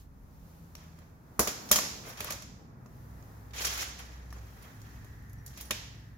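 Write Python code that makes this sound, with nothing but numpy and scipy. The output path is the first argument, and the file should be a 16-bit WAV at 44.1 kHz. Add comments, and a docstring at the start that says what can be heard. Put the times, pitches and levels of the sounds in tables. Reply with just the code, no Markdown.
"""Roller chain on a steel bench

Gloved hands set welded roller chain down on a steel bench and push it against a steel square in a hard-walled
workshop. Knocks and slides are enveloped noise with reverberation; struck links, bench top and single parts
are damped sines. Rumble, a passing vehicle's tyre hiss and a background hiss, swelling with the room's ring
after the loud knocks, are shaped noise with set levels; the low hums from outside are wavering sines."""
import sys
import numpy as np
from scipy import signal
from scipy.fft import rfft, irfft
from scipy.io import wavfile

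SR = 44100
rng = np.random.default_rng(int(sys.argv[2]) if len(sys.argv) > 2 else 0)


def output_pcm(signal):
    """Save a mono or channel-first signal as 16-bit PCM at the path in sys.argv[1].

    Samples are clipped to [-1, 1] before scaling.
    """
    pcm = np.clip(np.atleast_2d(signal).T, -1, 1) * 32767
    wavfile.write(sys.argv[1], SR, np.round(pcm).astype(np.int16))


N = 272097

# Chain knocks: start_s, links_level_db, bench_weight_db, plates_db and pin_treble_db (re links), rattle_t60_s
KNOCKS = [(0.751, -38.5, -4, -0.5, -4, 0.014), (0.9866, -56.5, 4.5, -9, -3, 0.042),
          (1.3926, -19.5, 4, -12, 1.5, 0.14), (1.4724, -26, 0.5, -3.5, -4.5, 0.15),
          (1.6883, -39.5, -5.5, -8, -6.5, 0.15), (1.713, -13, -1, -7, 3, 0.09),
          (1.7255, -22.5, -10, -2, -27, 0.077), (1.7572, -20, -2.5, -6, -3.5, 0.13),
          (1.7864, -21, -0.5, 0.5, -8, 0.015), (2.2037, -34, 2, 5.5, 0.5, 0.046),
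          (2.227, -48.5, 5, -6, -7, 0.016), (2.2437, -40, 1.5, -14, 11, 0.016),
          (2.3038, -32.5, 0.5, -7, -0.5, 0.069), (2.3215, -33, -8.5, -15, -6, 0.076),
          (2.4209, -39, -3.5, -11, -7.5, 0.049), (2.859, -58, 8.5, -8.5, -8, 0.05),
          (3.2242, -54.5, -3.5, -10, -8, 0.023), (3.5068, -56, 0, 3, -14, 0.04),
          (3.533, -50.5, 0.5, 7, -7.5, 0.097), (3.649, -29, -16, -12, -3, 0.035),
          (3.667, -33, -19, -2, -2, 0.056), (3.777, -48, -1, -21, -21, 0.047),
          (4.3026, -55, -2, -5, -12, 0.059), (4.3255, -53.5, -5, -4, 5, 0.048),
          (4.623, -57, -2, -10, 5, 0.11), (4.815, -49, -6, -10, -5, 0.028), (5.0437, -61, 6, 1, 6, 0.05),
          (5.2944, -61, -10.5, -10, 4.5, 0.068), (5.3308, -59.5, -9.5, -18, 8, 0.04),
          (5.461, -44.5, -11, -16.5, 3.5, 0.11), (5.477, -48, -11, -11, -9, 0.021),
          (5.573, -48, 1.5, 1, 0, 0.1), (5.6086, -45, 0, -14, 9.5, 0.059), (5.6517, -51, -3, -7, 0, 0.033),
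          (5.707, -24.5, 0, 4.5, -2.5, 0.059)]
# Chain slides: touch_s, hardest_s, links_level_db, swell_db_per_s, fade_db_per_s, bench_weight_db
SLIDES = [(0.758, 0.775, -67, 50, 68, 5), (0.955, 1.024, -78.5, 50, 202, 6.5),
          (2.018, 2.093, -50.5, 208, 250.5, 4.5), (2.167, 2.295, -48, 55, 184.5, 1.5),
          (3.534, 3.651, -37, 150.5, 133, -0.5), (3.695, 3.829, -44, 79, 704, 0),
          (3.77, 3.823, -47, 202, 500, -6), (3.86, 3.88, -59, 50, 35, 1.5),
          (3.986, 3.996, -49.5, 502, 698, 0.5), (4.328, 4.35, -72.5, 50, 35.5, 8),
          (4.557, 4.65, -71, 55, 54, 6.5), (4.838, 4.85, -70.5, 50, 29, 4.5),
          (5.494, 5.616, -57.5, 105, 350, -2)]
# Centres of the contact bands, thud, low mids, high mids, links, treble: centre_hz
CONTACT_HZ = [450, 1350, 3000, 6200, 11700]
# Knock of weight 0 dB, bench thud and low mids: level_db (re links)
KNOCK_BODY_DB = [-5, -6.5]
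# Part of a knock's weight taken up by thud and low mids: share_db_per_db
KNOCK_SHARES = [1.8, 1]
# Slide of weight 0 dB, bench, low mids, high mids and treble: level_db (re links)
SLIDE_BODY_DB = [-5.5, -2.5, 1, -4.5]
# Part of a slide's weight taken up by the same four bands: share_db_per_db
SLIDE_SHARES = [1.9, 1.7, 0.14, .1]
# Chain colour and reverberation: frequency_hz, direct_db, reverberation_db, t60_s
ROOM = [(144, -14.5, -26.5, 0.93), (409, 4, -23, 1), (970, -1.05, -16, 0.46), (2640, -1.1, -22, 0.8),
        (3130, -6.5, -22.5, 0.71), (4400, -4.5, -24.5, .8), (5130, -6, -21.5, 0.53),
        (5740, -5, -19.5, 0.88), (7700, -1.5, -23, 0.38), (7900, -19.5, -26.5, 0.17),
        (11840, -3, -29, 0.57), (15300, -10.5, -28, 0.18)]
# Stereo width of the chain: frequency_hz, side_minus_mid_db
CHAIN_WIDTH = [(60, -20.5), (110, -11), (200, -15), (380, -15), (700, -2.5), (1290, 3), (2380, -1),
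               (4400, 0), (8120, 0), (15000, 1.5)]
# Stereo balance of the chain: frequency_hz, left_minus_right_db
CHAIN_BALANCE = [(60, 0.0), (110, 10.5), (200, 13.5), (380, -0.5), (700, -2.5), (1290, -3), (2380, -1),
                 (4400, -4), (8120, 0.5), (15000, 1.5)]
# Modes of link plates and rollers, before detuning: nominal_hz, relative_db, longest_t60_s
LINK_MODES = [(1190, -4.5, .05), (2100, -11.5, .05), (2518, -3, 0.074), (3190, -0.5, 0.15),
              (3580, -8.5, 0.15), (5730, 0, 0.15), (5580, -7, 0.2), (6310, 0.5, 0.062), (6820, -7, 0.1),
              (7370, -14.5, .05), (7180, -3, 0.11), (10330, -0.5, 0.043), (10870, -10.5, .05),
              (13300, -8, .05), (14250, -12, .05)]
# Modes of the bench top: frequency_hz, relative_db, t60_s
BENCH_MODES = [(68.6, -13, 0.13), (213, -10.5, 0.085), (326, -18, 0.088), (405.3, -26, 0.099),
               (606.5, -8, 0.1), (1152, 2.5, 0.013)]
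# Single parts ringing alone: start_s, pitch_hz, level_db, t60_s
PINGS = [(2.288, 1150, -37, .06), (2.335, 560, -42, .08), (4.327, 1200, -41, .015),
         (4.327, 1750, -41, .015), (5.331, 12900, -54, .04), (5.384, 5800, -66, .2),
         (5.609, 13500, -52, .25), (5.654, 10600, -54, .2)]
# Tyre hiss of a passing vehicle: time_s, level_db
PASSING = [(2.5, -84), (2.87, -78), (3.12, -69.5), (3.7, -70), (4.1, -60.5), (4.41, -69), (5.06, -61.5),
           (5.75, -63), (6.17, -65.5)]
# Swells of the four hums: peak_s, peak_db, width_s (standard deviation)
LOW_SWELLS = [(2.5, -59, .2), (3.129, -51.5, 0.14), (3.68, -48, 0.18), (4.28, -46, 0.19), (5.15, -56, 0.23),
              (5.9, -53.5, 0.5)]
EARLY_SWELLS = [(.6, -59.5, 0.21), (.97, -59, 0.104)]
LATE_SWELLS = [(3.3, -54, .35), (4.38, -52.5, 0.11), (4.78, -50, 0.058), (5.05, -52.5, .12),
               (5.36, -49.5, 0.086), (5.92, -54, 0.23)]
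UPPER_SWELLS = [(3.001, -59.5, 0.27), (5.3, -55, .25), (5.95, -53.5, 0.083)]
# Tones of the four hums: mean_pitch_hz, octave_db (re fundamental)
LOW_HUM = (61.3, -32)
EARLY_HUM = (83, 0.6)
LATE_HUM = (105, -30)
UPPER_HUM = (128, -30)
# Low background: time_s, deep_rumble_db, rumble_db
RUMBLE = [(0, -52.5, -56.5), (.6, -58, -55.5), (1.3, -68, -55), (2.4, -63, -50), (3.2, -63.5, -53),
          (3.7, -60, -54.5), (4.6, -63, -54), (5.1, -57, -52.5), (6.17, -63, -54.5)]
# Upper background: time_s, hiss_db, treble_air_db
AMBIENCE = [(0, -65, -61.5), (.08, -65.5, -76.5), (.5, -61.5, -66), (1.2, -62.5, -74), (1.8, -46, -52),
            (2.2, -59.5, -69), (2.75, -60, -78), (2.95, -59.5, -67.5), (3.3, -57.5, -65.5), (4.2, -59, -73),
            (4.5, -60.5, -64.5), (4.8, -62.5, -65), (5.35, -63.5, -70.5), (5.8, -58, -68),
            (6.17, -66.5, -74.5)]
# Spectral shape of the workshop air, lower part: frequency_hz, relative_density_db (per Hz)
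AIR_LOW = [(12, -36.5), (20, -23.5), (49, -2), (130, -2.5), (271, -9.5), (361, -17), (407, -17),
           (460, -17.5), (531, -20.5), (831, -21), (2600, -33), (3380, -74.5), (5720, -120)]
# Spectral shape of the workshop air, upper part: frequency_hz, relative_density_db (per Hz)
AIR_TOP = [(1060, -31.5), (1800, 0.5), (1990, -7.5), (2310, -6), (3320, -8), (6530, -6.5), (8620, -15),
           (9640, -10.5), (15000, -4), (16000, -9.5), (16500, -32)]
# Stereo width of the workshop air: frequency_hz, side_minus_mid_db
AIR_WIDTH = [(60, -10.5), (110, -14.5), (200, -13.5), (380, -4), (700, -2.5), (1290, 2.5), (2380, 0),
             (4400, -1.5), (8120, 2), (15000, -1.5)]

CREST_DB = 5.5   # a knock's nominal peak over its envelope
DEEP_SHARE, PIVOT_HZ = .3, 600   # extra share of a knock's weight per octave below the pivot
PASSING_HZ = 1818   # centre of the tyre-hiss resonance
HUM_WAVER, WAVER_HZ = 0.01218, 3.0   # rms pitch deviation as a fraction; corner of its drift
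STOPBAND_HZ = 16974


def amp(db):
    """Level law: twenty decibels make a factor of ten in amplitude."""
    return 10 ** (np.asarray(db) / 20)


def rms_one(x):
    """Normalisation: a signal divided by its root mean square has unit rms."""
    return x / np.sqrt(np.mean(x ** 2) + 1e-20)


def in_time(rows, outside=None):
    """Linear interpolation: the columns of a time table are read at every sample."""
    s, *columns = np.transpose(rows)
    now = np.arange(N) / SR
    return np.array([np.interp(now, s, column, outside, outside) for column in columns])


def at_hz(points, hz):
    """Logarithmic interpolation: equal frequency ratios make equal steps along a spectrum table."""
    f, *columns = np.transpose(points)
    log_f = np.log(np.maximum(f, 1))
    return [np.interp(np.log(hz), log_f, column) for column in columns]


def band(x, low, high):
    """Band limitation: a Butterworth filter passes what lies between two frequencies."""
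    sos = signal.butter(2, [low, high], "band", fs=SR, output="sos")
    return signal.sosfilt(sos, x)


def drift(rate_hz):
    """Smoothed chance: noise through two equal low-pass poles wanders slowly, here with unit rms."""
    step = 40   # samples between the values computed
    pole = np.exp(-2 * np.pi * step * rate_hz / SR)
    noise = rng.standard_normal(N // step + 2002)
    slow = signal.lfilter([1], [1, -2 * pole, pole * pole], noise)[2000:]   # without the filter's start
    return np.interp(np.arange(N) / step, np.arange(len(slow)), rms_one(slow))


def ring(x, hz, t60):
    """Damped resonance: a unit click excites a sine of initial height 1 that falls 60 dB in t60."""
    r = amp(-60 / (t60 * SR))
    w = 2 * np.pi * hz / SR
    return signal.lfilter([0, np.sin(w)], [1, -2 * r * np.cos(w), r * r], x + 1e-18)


def left_right(mid, side):
    """Mid-side principle: left is the sum, right the difference."""
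    return np.array([mid + side, mid - side])


def coloured_noise(spectrum_db, side_db, size):
    """Spectral shaping: weighting the bins of white noise sets its colour and stereo width."""
    bins = rfft(rng.standard_normal((2, size))) * amp(spectrum_db)
    width = [np.ones_like(side_db), amp(side_db)]
    return left_right(*irfft(bins * width, size))


def knock_force():
    """Impact: a quick rise, a short hard crack and a longer exponential rattle in every contact band."""
    force = np.zeros((5, N))
    t = np.arange(SR // 4) / SR
    crack = 1.28 * amp(-60 * t / 0.016)   # the first contacts are the hardest
    rise = np.minimum(t / 0.0014, 1) ** 2
    for s, db, weight_db, plates_db, treble_db, t60 in KNOCKS:
        i = round(s * SR)
        rattle = amp(-60 * t / max(t60, .004))
        shape = ((rattle + crack) * rise)[:N - i]
        body_db = KNOCK_BODY_DB + weight_db * np.array(KNOCK_SHARES)
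        colour_db = np.array([*body_db, plates_db, 0, treble_db])
        force[:, i:i + len(shape)] += amp(db - CREST_DB + colour_db)[:, None] * shape
    return force


def slide_force():
    """Stick-slip friction: a stroke swells and fades while its contacts judder at random."""
    force = np.zeros((5, N))
    now = np.arange(N) / SR
    for touch, hardest, db, swell, fade, weight_db in SLIDES:
        before_db = abs(swell) * (hardest - now)
        after_db = abs(fade) * (now - hardest)
        level_db = db - np.maximum(before_db, after_db)
        onset = np.clip((now - touch) / .008, 0, 1)
        stroke = onset * amp(np.maximum(level_db, -200))
        body_db = SLIDE_BODY_DB + weight_db * np.array(SLIDE_SHARES)
        colour_db = np.insert(body_db, 3, 0)   # links are the reference
        force += amp(colour_db)[:, None] * stroke
    # the links catch and let go, partly all at once, partly each band on its own
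    together = drift(60)
    judder = np.array([amp(1.5 * together + 2.6 * drift(40)) for _ in CONTACT_HZ])
    return judder * force


def chain(force):
    """Contact noise and reverberation: uneven grit sounds by band; the walls store its power and let it decay."""
    out = np.zeros((2, N))
    # axes: alternating set, mid or side, sample; neighbouring bands get unrelated noise
    grit = rng.standard_normal((2, 2, N)) * amp(2.0 * np.minimum(rng.exponential(1, N), 4))
    grit = rms_one(grit)
    white = rng.standard_normal((2, 2, N))
    edges = 100 * (17000 / 100) ** np.linspace(0, 1, num=20) ** .6
    for k, (low, high) in enumerate(zip(edges, edges[1:])):
        hz = np.sqrt(low * high)
        weights = [np.interp(np.log(hz), np.log(CONTACT_HZ), unit) for unit in np.eye(5)]
        drive = np.array(weights) @ force
        direct_db, wet_db, t60 = at_hz(ROOM, hz)
        keep = amp(-120 / (t60 * SR))   # share of the stored power left after one sample
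        spread = signal.lfilter([.01], [1, -keep], drive ** 2)
        stored = signal.lfilter([.002], [1, -.998], spread)   # reverberation builds up gradually
        direct = amp(direct_db) * drive * grit[k % 2]
        wet = amp(wet_db) * np.sqrt(stored + 1e-30) * white[k % 2]
        mid, side = band(direct + wet, low, high)
        side = amp(at_hz(CHAIN_WIDTH, hz)[0]) * side
        lean = at_hz(CHAIN_BALANCE, hz)[0] / 2
        out += 2.68 * amp([[lean], [-lean]]) * left_right(mid, side)
    return out


def clinks(force):
    """Modal excitation: random touches, scaled by the contact force, each ring one mode of one detuned link."""
    out = np.zeros((2, N))
    modes = 2 * LINK_MODES   # two links
    which = rng.integers(0, len(modes), N)
    happens = rng.random(N) < 2500 / SR   # 2500 touches per second on average
    touch = happens * amp(2.5 * np.minimum(rng.exponential(1, N), 4))
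    touch = touch * rng.standard_normal((2, N))
    detune = rng.uniform(.95, 1.05, len(modes))
    for k, (hz, db, t60) in enumerate(modes):
        nearest = np.argmin(abs(np.log(hz / np.array(CONTACT_HZ))))
        clicks = amp(db - 11) * force[nearest] * touch * (which == k)
        out += ring(clicks, hz * detune[k], min(t60, .09))
    return out


def bench():
    """Modes of a struck plate: each knock rings every mode, and heavier blows favour the lower ones."""
    s, db, weight_db = np.transpose(KNOCKS)[:3]
    thud_db = db + KNOCK_BODY_DB[0] + KNOCK_SHARES[0] * weight_db
    out = np.zeros(N)
    scatter_db = 1.1 * rng.standard_normal((len(s), len(BENCH_MODES)))
    for k, (hz, mode_db, t60) in enumerate(BENCH_MODES):
        deep_db = DEEP_SHARE * weight_db * np.log2(PIVOT_HZ / hz)
        blows = np.zeros(N)
        blows[np.round(s * SR).astype(int)] = -amp(thud_db + mode_db + deep_db + scatter_db[:, k])
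        out += ring(blows, hz, t60)
    return band(out, 54, 3000)


def single_rings():
    """Free vibration: a part struck once sounds one exponentially damped sine."""
    out = np.zeros(N)
    for s, hz, db, t60 in PINGS:
        click = np.zeros(N)
        click[round(s * SR)] = amp(db)
        out += ring(click, hz, t60)
    return out


def passing():
    """Band-limited tyre noise: a resonant ridge over a duller body follows the level of a passing vehicle."""
    white = rng.standard_normal((2, 2, N))
    ridge = band(white[0], PASSING_HZ - 170, PASSING_HZ + 170)
    body = band(band(white[1], 1000, PASSING_HZ), 500, PASSING_HZ)
    level = amp(in_time(PASSING, outside=-120)[0])
    return level * (rms_one(ridge) * 0.76 + rms_one(body) * 0.44)


def hum(tone, swells):
    """Frequency modulation: a sine and its octave share a wavering phase, heard in bell-shaped swells."""
    hz, octave_db = tone
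    now = np.arange(N) / SR
    pitch_hz = hz * (1 + HUM_WAVER * drift(WAVER_HZ))
    turns = np.cumsum(pitch_hz) / SR + rng.random()
    level = sum(amp(db) * np.exp(-((now - s) / width) ** 2 / 2) for s, db, width in swells)
    wave = np.sin(2 * np.pi * turns) + amp(octave_db) * np.sin(4 * np.pi * turns)
    return np.sqrt(2) * level * wave   # the root makes swell levels rms levels of the fundamental


def background():
    """Superposition of noise bands: deep rumble, rumble, background hiss and treble air follow separate levels."""
    hz = np.maximum(np.arange(N // 2 + 1) * SR / N, 1)
    width_db = at_hz(AIR_WIDTH, hz)[0]
    low_db, top_db = at_hz(AIR_LOW, hz)[0], at_hz(AIR_TOP, hz)[0]
    rumble_air = coloured_noise(low_db, width_db, N)
    shared_air = coloured_noise(low_db, width_db, N)   # supplies both deep rumble and hiss
    top_air = coloured_noise(top_db, width_db, N)
    deep_db, rumble_db = in_time(RUMBLE)
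    hiss_db, treble_db = in_time(AMBIENCE)
    deep = amp(deep_db) * rms_one(band(shared_air, 10, 47))
    rumble = amp(rumble_db) * rms_one(band(rumble_air, 44, 280))
    hiss = amp(hiss_db) * rms_one(band(shared_air, 300, 2000))
    treble = amp(treble_db) * rms_one(band(top_air, 2300, 17000))
    return deep + rumble + hiss + treble


def scene():
    """Linear superposition: chain, bench and single rings add to the hums and the background."""
    force = knock_force() + slide_force()
    near = chain(force) + clinks(force) + bench() + single_rings()
    hums = hum(LOW_HUM, LOW_SWELLS) + hum(EARLY_HUM, EARLY_SWELLS)
    hums = hums + hum(LATE_HUM, LATE_SWELLS) + hum(UPPER_HUM, UPPER_SWELLS)
    return near + passing() + hums + background()


def record(dry):
    """Low-pass filtering: a steep Chebyshev filter holds the top 90 dB down from the stopband edge."""
    sos = signal.cheby2(16, 90, STOPBAND_HZ, fs=SR, output="sos")
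    return signal.sosfilt(sos, dry)


dry = scene()
out = record(dry)
output_pcm(out)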